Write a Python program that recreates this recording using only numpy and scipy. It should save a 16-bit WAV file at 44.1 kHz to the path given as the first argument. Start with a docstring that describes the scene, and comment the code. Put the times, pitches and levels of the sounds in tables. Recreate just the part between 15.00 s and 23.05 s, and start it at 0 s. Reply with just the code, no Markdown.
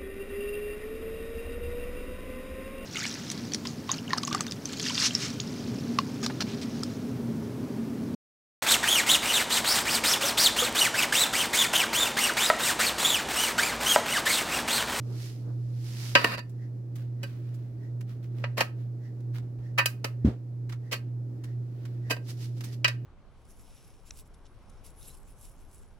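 """Steel tongs knock and scrape in a skillet as food is served onto foam plates.
Small, hard-walled kitchen; close up, on the stereo microphones of a hand-held phone.
Food lands softly, clothing swishes; a few faint, dull thuds, then a muffled thump at the microphone.
Behind it an appliance hums with an even throb, over a fan's low rush and a faint, regular chafing.
The phone's gain control ducks after loud blows."""
import sys
import numpy as np
from scipy import signal
from scipy.fft import rfft, irfft
from scipy.io import wavfile
from scipy.ndimage import uniform_filter1d

SR = 44100
rng = np.random.default_rng(int(sys.argv[2]) if len(sys.argv) > 2 else 0)


def pcm_store(signal):
    """Save signal as 16-bit PCM."""
    levels = np.round(np.clip(np.atleast_2d(signal), -1, 1) * 32767)
    wavfile.write(sys.argv[1], SR, levels.astype(np.int16).T)


N = 355005
TIME = np.arange(N) / SR

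# tongs strike the skillet: (time [s], rise [s], relative level [dB], body over level [dB],
# clang over ring [dB], top over level [dB], tong modes over pan modes [dB], share of free ring time [-])
TONG_BLOWS = [(1.1512, 0.0016, -14.5, -3.5, 1, -23.5, 6, 0.66),
              (1.2434, 0.0011, -20.5, -1, -6.5, -9.5, -3, 0.34),
              (2.229, 0.0045, -43, -1, 1.5, -2.5, 11.5, 0.43),
              (3.4373, 0.0044, -37, -1, -11, -36, -9, 0.36), (3.568, 0.017, -33.5, 2, -2.5, -6, -10, 0.47),
              (3.604, 0.0042, -24, -0.5, 0, -8.5, 2, 0.27),
              (4.776, 0.012, -24.5, -13.5, -11, -9.5, 5, 0.47),
              (4.8574, 0.0011, -27, -9.5, 4, 4, 14.5, 0.47), (5.042, 0.0034, -33.5, 2.5, 2, -2.5, -1, 0.38),
              (5.912, 0.017, -34, -1, 7, -4, 2, .35), (7.096, .014, -31, 2, 6.5, -3, 18, 0.28),
              (7.162, 0.0054, -51.5, 8, 4, -8, 6, 0.42),
              (7.8442, 0.0015, -20.5, -17.5, 5, -19.5, 8.5, 0.41),
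              (7.876, 0.0062, -34, -8.5, 9, -6.5, 2, 0.35)]
# edges of the body, ring, clang and top bands: (frequency [Hz])
BAND_EDGES_HZ = [250, 800, 2200, 6000, 16000]
# resonances of the skillet and of the tongs: (frequency [Hz], relative level [dB], free t60 [s])
SKILLET_RING = [(235, -3, .15), (470, -14, .12), (560, -1, .14), (964, -4, .17), (1110, -3, .18),
                (1177, -4, .16), (1270, -5, .25), (1597, -7, .21), (1788, 1, .22), (1937, -3, .27),
                (2226, -8, .12), (2522, -3, .24), (2735, -4, .22), (2830, -4, .2), (3634, -13, .1),
                (3912, -4, .16), (4430, -10, .28), (4700, -9, .28), (5308, -17, .24), (6750, -13, .1),
                (7612, -18, .12)]
TONG_RING = [(1575, -4, .2), (1945, -9, .16), (2520, 3, .12), (2890, -4, .11), (3009, -5, .1),
             (3940, -12, .12), (4619, -12, .1), (4800, -9, .12), (5833, -14, .1), (7880, -16, .1),
             (10100, -17, .07), (11650, -18, .07), (12300, -16, .07), (13900, -18, .07)]
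# tongs dragged across the pan: (start [s], length [s], relative level [dB])
TONG_DRAGS = [(1.154, .197, -31), (1.371, 0.023, -35)]
# steel on steel, struck and dragged: (frequency [Hz], gain [dB])
CRACK_SPECTRUM = [(200, -2), (370, -6), (540, 5), (820, -10), (1130, -1), (1400, -1), (1800, 0), (2850, 3),
                  (3450, -8), (4600, -3), (6000, -10), (8500, -13), (12000, -10), (16000, -11)]
SCRAPE_SPECTRUM = [(120, -29.5), (220, -18.5), (350, -11.5), (580, 2), (780, -7.5), (1100, 1), (1700, -6.5),
                   (2300, -7), (2800, -6), (3400, -16.5), (4500, -6.5), (6500, -24.5), (12000, -22.5),
                   (16000, -30)]
# food and tongs touch the plates: (time [s], rise [s], level [dB], tilt per band [dB])
PLATE_TOUCHES = [(1.493, 0.0044, -71.5, 7.5), (1.954, 0.0054, -59.5, 1.5), (2.54, 0.0057, -69, 5.5),
                 (3.008, 0.0012, -58.5, -1.5), (4.203, .001, -73, 0), (4.378, 0.0051, -60, -5),
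                 (5.691, 0.0057, -56, -4.5), (5.719, 0.007, -54.5, -5.5), (6.435, .006, -59, -1.5),
                 (6.851, 0.0035, -59.5, -3), (7.607, 0.0015, -51.5, -1.5), (7.635, 0.0081, -52.5, 2.5)]
# food leaving the tongs, a reaching arm, muffled shuffling: (peak time [s], half length [s], level [dB])
FOOD_SLIDES = [(1.99, 0.033, -60.5), (2.28, 0.043, -58.5), (2.5, 0.099, -67.5), (3.1, .02, -58.5),
               (3.24, 0.011, -60), (3.39, .04, -60.5), (3.8, .025, -64.5), (4.355, 0.013, -51),
               (6.47, 0.044, -71), (6.82, 0.11, -66)]
ARM_SWISHES = [(.245, 0.096, -49.5), (.88, 0.041, -56), (1.06, 0.12, -44), (7.303, 0.021, -45.5),
               (7.435, 0.039, -49.5), (7.58, 0.014, -62), (7.67, 0.058, -57), (7.738, 0.014, -52.5)]
CLOTH_SHUFFLES = [(.11, 0.068, -45.5), (.495, .045, -45), (3.41, .07, -50.5)]
# cloth fibres near the microphones: (frequency [Hz], gain [dB])
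CLOTH_SPECTRUM = [(410, -22), (700, -9.5), (1150, -10.5), (1380, -8.5), (1970, -6), (3500, -5.5),
                  (5060, -2.5), (7990, -11.5), (13000, -12.5), (16000, -20.5)]
# a faint low bump, two faint thuds, then a close thump in four pushes: (time [s], relative level [dB], push
# length [s])
LOW_THUDS = [(1.36, -30, 0.014), (4.425, -28, 0.012), (4.585, -27.5, 0.01), (5.2466, -7, 0.0037),
             (5.2585, -9.5, 0.0065), (5.274, -11.5, 0.0042), (5.285, -17, 0.0029)]
# their boomy resonances: (frequency [Hz], relative level [dB], t60 [s])
THUD_RING = [(70, -16.5, 0.11), (105, -5, 0.032), (191, -2.5, 0.027), (228.4, -5, 0.11), (348, -40, .05)]
# course of the appliance hum: (time [s], relative level [dB], throb depth [dB])
HUM_COURSE = [(0, -33.5, 1), (.15, -34.5, 1.5), (.33, -37, -0.5), (.65, -30.5, -1), (1.199, -36.5, 0.5),
              (2, -34, 1.9), (8.05, -34.5, 1.6)]
# partials of the hum: (harmonic number [-], relative level [dB])
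HUM_HARMONICS = [(1, 7.5), (2, -30.5), (3, -42.5)]
# fan and room tone: (frequency [Hz], density [dB per Hz])
FAN_SPECTRUM = [(25, -106), (60, -83), (100, -74.5), (165, -74.5), (250, -75), (330, -73.5), (450, -83),
                (600, -88.5), (1000, -100.5), (2000, -108), (3200, -115), (5000, -113), (8000, -119),
                (15000, -119.5)]
# the faint chafing: (frequency [Hz], gain [dB])
CHAFE_SPECTRUM = [(900, -27), (1600, -10), (1900, 2.5), (2300, -18.5), (3500, -21), (4700, -19),
                  (5300, -17), (6300, -21), (9000, -31)]


def tong_clanks(crack_db=13, scatter_db=-4, scatter_s=.026, rough_db=3.5, metal_db=-4.5, bounce_s=.003):
    """Each blow is a gritty crack, its scatter off hob and counter, and the ring of pan and tongs."""
    out, t = np.zeros((2, N)), np.arange(SR // 3) / SR
    # a short, fixed pattern of close reflections off the counter, different at each microphone
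    bounce = colour(noise(len(t)), CRACK_SPECTRUM) * np.exp(-t / bounce_s) * np.sqrt(2 / (bounce_s * SR))
    for s, rise_s, db, body_db, bright_db, top_db, tongs_db, free in TONG_BLOWS:
        fall_s = .003 + .63 * rise_s  # a contact that builds slowly lets go slowly
        force = pressure(t, rise_s, fall_s)
        crack = signal.fftconvolve(force * grit(len(t), rough_db)[:1], bounce)[:, :len(t)]
        direct = force * colour(grit(len(t), rough_db), CRACK_SPECTRUM)
        scatter = pressure(t, rise_s, scatter_s) * colour(noise(len(t)), CRACK_SPECTRUM)
        clatter = amp(crack_db) * (crack + direct) / np.sqrt(2) + amp(scatter_db) * scatter
        # each doubling of the contact time pumps the modes 5 dB harder
        pump_db = metal_db + 5 * np.log2((rise_s + fall_s) / .01)
        metal = ring(SKILLET_RING, force, t, free) + amp(tongs_db) * ring(TONG_RING, force, t, free)
        band_db = db + np.array([body_db, -bright_db / 2, bright_db / 2, top_db])
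        add(out, s, set_bands(clatter + amp(pump_db) * metal, band_db))
    return out


def ring(modes, force, t, free, spread_db=1.5, split=.006, count=4):
    """Steel modes pumped by a force; grip and food damp each and split it into close partials."""
    out = 0
    for hz, db, t60 in modes:
        decay = np.exp(-np.log(1000) / (free * t60 * SR))
        swell = signal.lfilter([1 / force.sum()], [1, -decay], force)
        phase = rng.uniform(0, 2 * np.pi, (count, 1, 1))
        mic_phase = phase + rng.uniform(-np.pi, np.pi, (count, 2, 1)) * min(hz / 1800, 1)
        partials_hz = hz * (1 + split / free * rng.uniform(-.83, 1, (count, 1, 1)))
        tone = np.sin(2 * np.pi * partials_hz * t + mic_phase).sum(0) / np.sqrt(count)
        out = out + amp(db + spread_db * rng.standard_normal()) * swell * tone
    return out


def tong_scrape(bite_s=.012, lift_s=.006, rough_db=3, uneven_db=2, rasp_db=-2, ring_db=-4):
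    """Steel sticks and slips on the pan floor under an uneven hand, keeping the pan ringing."""
    t = np.arange(SR // 4) / SR
    load = 0
    for s, length_s, db in TONG_DRAGS:
        bite = np.clip((TIME - s) / bite_s, 0, 1)
        lift = np.exp(-np.maximum(TIME - s - length_s, 0) / lift_s)
        load = load + amp(db) * bite * lift
    slips = grit(N, rough_db) * load * amp(uneven_db * walk(130))
    rasp = colour(slips, SCRAPE_SPECTRUM)
    ping = ring(SKILLET_RING, pressure(t, .00033, .00019), t, free=.48)
    pan = signal.fftconvolve(slips, ping, axes=1)[:, :N]
    return (amp(rasp_db) * unit(rasp) + amp(ring_db) * unit(pan)) * slips.std()


def plate_dabs(fall_s=.0061, rough_db=3):
    """Soft, damp contacts on foam plates, with no ring."""
    out, t = np.zeros((2, N)), np.arange(SR // 5) / SR
    for s, rise_s, db, tilt_db in PLATE_TOUCHES:
        touch = pressure(t, rise_s, fall_s + rise_s) * grit(len(t), rough_db)
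        add(out, s, set_bands(touch, [db - tilt_db, db, db + tilt_db]))
    return out


def food_slides(rough_db=3):
    """Saucy food peels off the steel with a fine crackle that trails away."""
    spectrum = [(300, -9), (1500, 5.5), (5000, -3), (8000, -11.5), (14000, -10)]
    crackle = unit(colour(grit(N, rough_db), spectrum))
    return swells(FOOD_SLIDES, linger=2.3, steep=1.5) * crackle


def clothing(rough_db=2.34):
    """Close to the phone, cloth fibres brush past each other and the folds shuffle low and dull."""
    fold_spectrum = [(60, -22), (150, 4.5), (400, 2), (700, -12), (1500, -19), (4000, -60.5)]
    folds = unit(colour(noise(N), fold_spectrum))
    fibres = unit(colour(grit(N, rough_db), CLOTH_SPECTRUM))
    swishes = swells(ARM_SWISHES, linger=.85, steep=1.26) * fibres
    return swishes + swells(CLOTH_SHUFFLES, linger=.9, steep=1.3) * folds


def low_thuds(scuff_db=-28):
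    """Faint, dull thuds, some like soft footsteps, then a muffled thump close to the microphone."""
    out, t = np.zeros((2, N)), np.arange(SR // 3) / SR
    scuff_spectrum = [(40, -36.5), (200, -1), (500, -6), (1000, -19), (4000, -32.5), (15000, -52)]
    modes = sum(-amp(db) * fade(t, t60) * np.cos(2 * np.pi * hz * t) for hz, db, t60 in THUD_RING)
    for s, db, push_s in LOW_THUDS:
        push = np.sin(np.pi * np.minimum(t / push_s, 1)) ** 2  # a longer push is duller
        boom = signal.fftconvolve(modes, push / push.sum())[:len(t)]
        scuff = unit(colour(noise(len(t)), scuff_spectrum)) * pressure(t, .0042, .035)
        add(out, s, amp(db) * (boom + amp(scuff_db) * scuff))
    return signal.sosfilt(signal.butter(2, 45, "high", fs=SR, output="sos"), out)


def appliance_hum(hz=120.1, throb_hz=2.21, crest_s=2.055, waver_db=2.4, left_db=-1.7, right_db=.47):
    """Twice the mains frequency, a little to the right; it swells once, then settles into a throb."""
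    tone = sum(amp(db) * np.sin(2 * np.pi * k * hz * TIME) for k, db in HUM_HARMONICS)
    s, db, depth_db = np.transpose(HUM_COURSE)
    throb_db = np.interp(TIME, s, depth_db) * np.cos(2 * np.pi * throb_hz * (TIME - crest_s))
    level_db = np.interp(TIME, s, db) + throb_db + waver_db * walk(11)
    return unit(tone) * amp(level_db) * amp([[left_db], [right_db]])


def fan(flutter_db=1.5):
    """Room tone: the low, slightly unsteady rush of moving air."""
    rush = colour(noise(N, alike_hz=550), FAN_SPECTRUM) * np.sqrt(SR / 2)
    return rush * amp(flutter_db * walk(15))


def chafe(first_s=1.635, period_s=.606, half_s=.066, db=-64, uneven_db=2):
    """A faint, regular brushing in the background, as of a turning part, never quite equally hard."""
    moments = np.arange(first_s, N / SR, period_s)
    strokes = [(s, half_s, db + uneven_db * rng.standard_normal()) for s in moments]
    return swells(strokes, linger=1, steep=2.5) * unit(colour(noise(N), CHAFE_SPECTRUM))


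def kitchen(x, wet_db=-18, low_t60=.3, high_t60=.18, build_s=.015):
    """A small hard room from close up: mostly direct sound, and a short tail whose treble dies first."""
    t = np.arange(int(.7 * SR)) / SR
    low = colour(noise(len(t)), [(200, 0), (1800, 0), (3000, -5), (8000, -18)]) * fade(t, low_t60)
    high = colour(noise(len(t)), [(2000, -28.5), (8000, 3.5)]) * fade(t, high_t60)
    tail = (low + high) * np.minimum(t / build_s, 1)
    tail /= np.sqrt(np.sum(tail ** 2) / 2)
    return x + amp(wet_db) * signal.fftconvolve(x, tail, axes=1)[:, :N]


def gain_control(x, threshold_db=-33, ratio=1.3, memory_s=.27, lag_s=.055):
    """The phone's gain sinks after loud sounds and recovers as their level is forgotten."""
    level_db = 10 * np.log10(follow(np.mean(x ** 2, axis=0), memory_s) + 1e-12)
    cut_db = np.maximum(level_db - threshold_db, 0) * (1 - 1 / ratio)
    return amp(-follow(cut_db, lag_s))


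def pressure(t, rise_s, fall_s):
    """Contact force: builds up, then lets go."""
    return np.minimum(t / rise_s, 1) * np.exp(-np.maximum(t - rise_s, 0) / fall_s)


def swells(rows, linger, steep):
    """Envelope of smooth strokes: a bell around each peak, its far side scaled in time by linger."""
    out = 0
    for s, half_s, db in rows:
        away = (TIME - s) / np.where(TIME < s, half_s, half_s * linger)
        out = out + amp(db) * (1 + away ** 2) ** -steep
    return out


def set_bands(x, band_db):
    """Set each band's loudest 20 ms, from the top down: dry contact is bright, damp contact dull."""
    out = 0
    for lo, hi, db in zip(BAND_EDGES_HZ[-2::-1], BAND_EDGES_HZ[::-1], band_db[::-1]):
        band = signal.sosfilt(signal.butter(2, [lo, hi], "band", fs=SR, output="sos"), x)
        peak_rms = np.sqrt(uniform_filter1d(np.mean(band ** 2, axis=0), SR // 50).max())
        out = band * amp(db) / peak_rms - out  # signs alternate: neighbours meet in opposite phase
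    return out


def grit(n, spread_db, size=12):
    """Noise broken into tiny contacts of uneven strength."""
    hiss = noise(n)
    strengths = amp(spread_db * np.minimum(rng.exponential(1, n // size + 1), 5))
    return unit(hiss * np.repeat(strengths, size)[:n])


def noise(n, alike_hz=450):
    """Noise at the two microphones: the same in the bass, unrelated in the treble."""
    mid, side = rfft(rng.standard_normal((2, n)))
    hz = np.arange(n // 2 + 1) * SR / n + 1
    apart = .5 / (1 + (alike_hz / hz) ** 2)
    return irfft(np.sqrt(1 - apart) * mid + np.sqrt(apart) * side * np.array([[1], [-1]]), n)


def colour(x, points):
    """Filter by a curve of (frequency [Hz], gain [dB])."""
    n = x.shape[-1]
    hz, db = np.transpose(points)
    bins_hz = np.arange(n // 2 + 1) * SR / n + 1
    return irfft(rfft(x) * amp(np.interp(np.log(bins_hz), np.log(hz), db)), n)


def walk(rate_hz):
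    """Smooth random drift around zero."""
    k = int(SR / rate_hz)
    return .43 * uniform_filter1d(np.repeat(rng.standard_normal(N // k + 1), k), k)[:N]


def follow(x, lag_s):
    """One-pole smoothing."""
    pole = np.exp(-1 / (lag_s * SR))
    return signal.lfilter([1 - pole], [1, -pole], x)


def fade(t, t60):
    """Decay by 60 dB in t60 seconds."""
    return np.exp(-np.log(1000) * t / t60)


def amp(db):
    """Decibels to gain."""
    return 10 ** (np.asarray(db) / 20)


def unit(x):
    """Scale to an rms of one."""
    return x / np.sqrt(np.mean(x ** 2))


def add(out, s, x):
    """Mix a stereo sound in at s seconds."""
    i = int(s * SR)
    out[:, i:i + x.shape[1]] += x[:, :N - i]


def scene():
    """Serving up close in the kitchen, with hum, fan and chafing behind."""
    serving = amp(-2) * tong_clanks() + plate_dabs() + tong_scrape() + clothing() + food_slides()
    return kitchen(serving) + amp(2.5) * low_thuds() + appliance_hum() + fan() + chafe()


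def record(dry, right_db=4):
    """Hand-held phone: the right microphone is brighter, the gain ducks and the very top is cut."""
    treble = signal.sosfilt(signal.butter(1, [2200, 9000], "band", fs=SR, output="sos"), dry)
    mics = dry + treble * (amp([[-right_db / 2], [right_db / 2]]) - 1)
    ducked = np.clip(mics * gain_control(mics), -1, 1)
    return signal.sosfilt(signal.ellip(10, .2, 80, 16100, fs=SR, output="sos"), ducked)


dry = scene()
out = record(dry)
pcm_store(out)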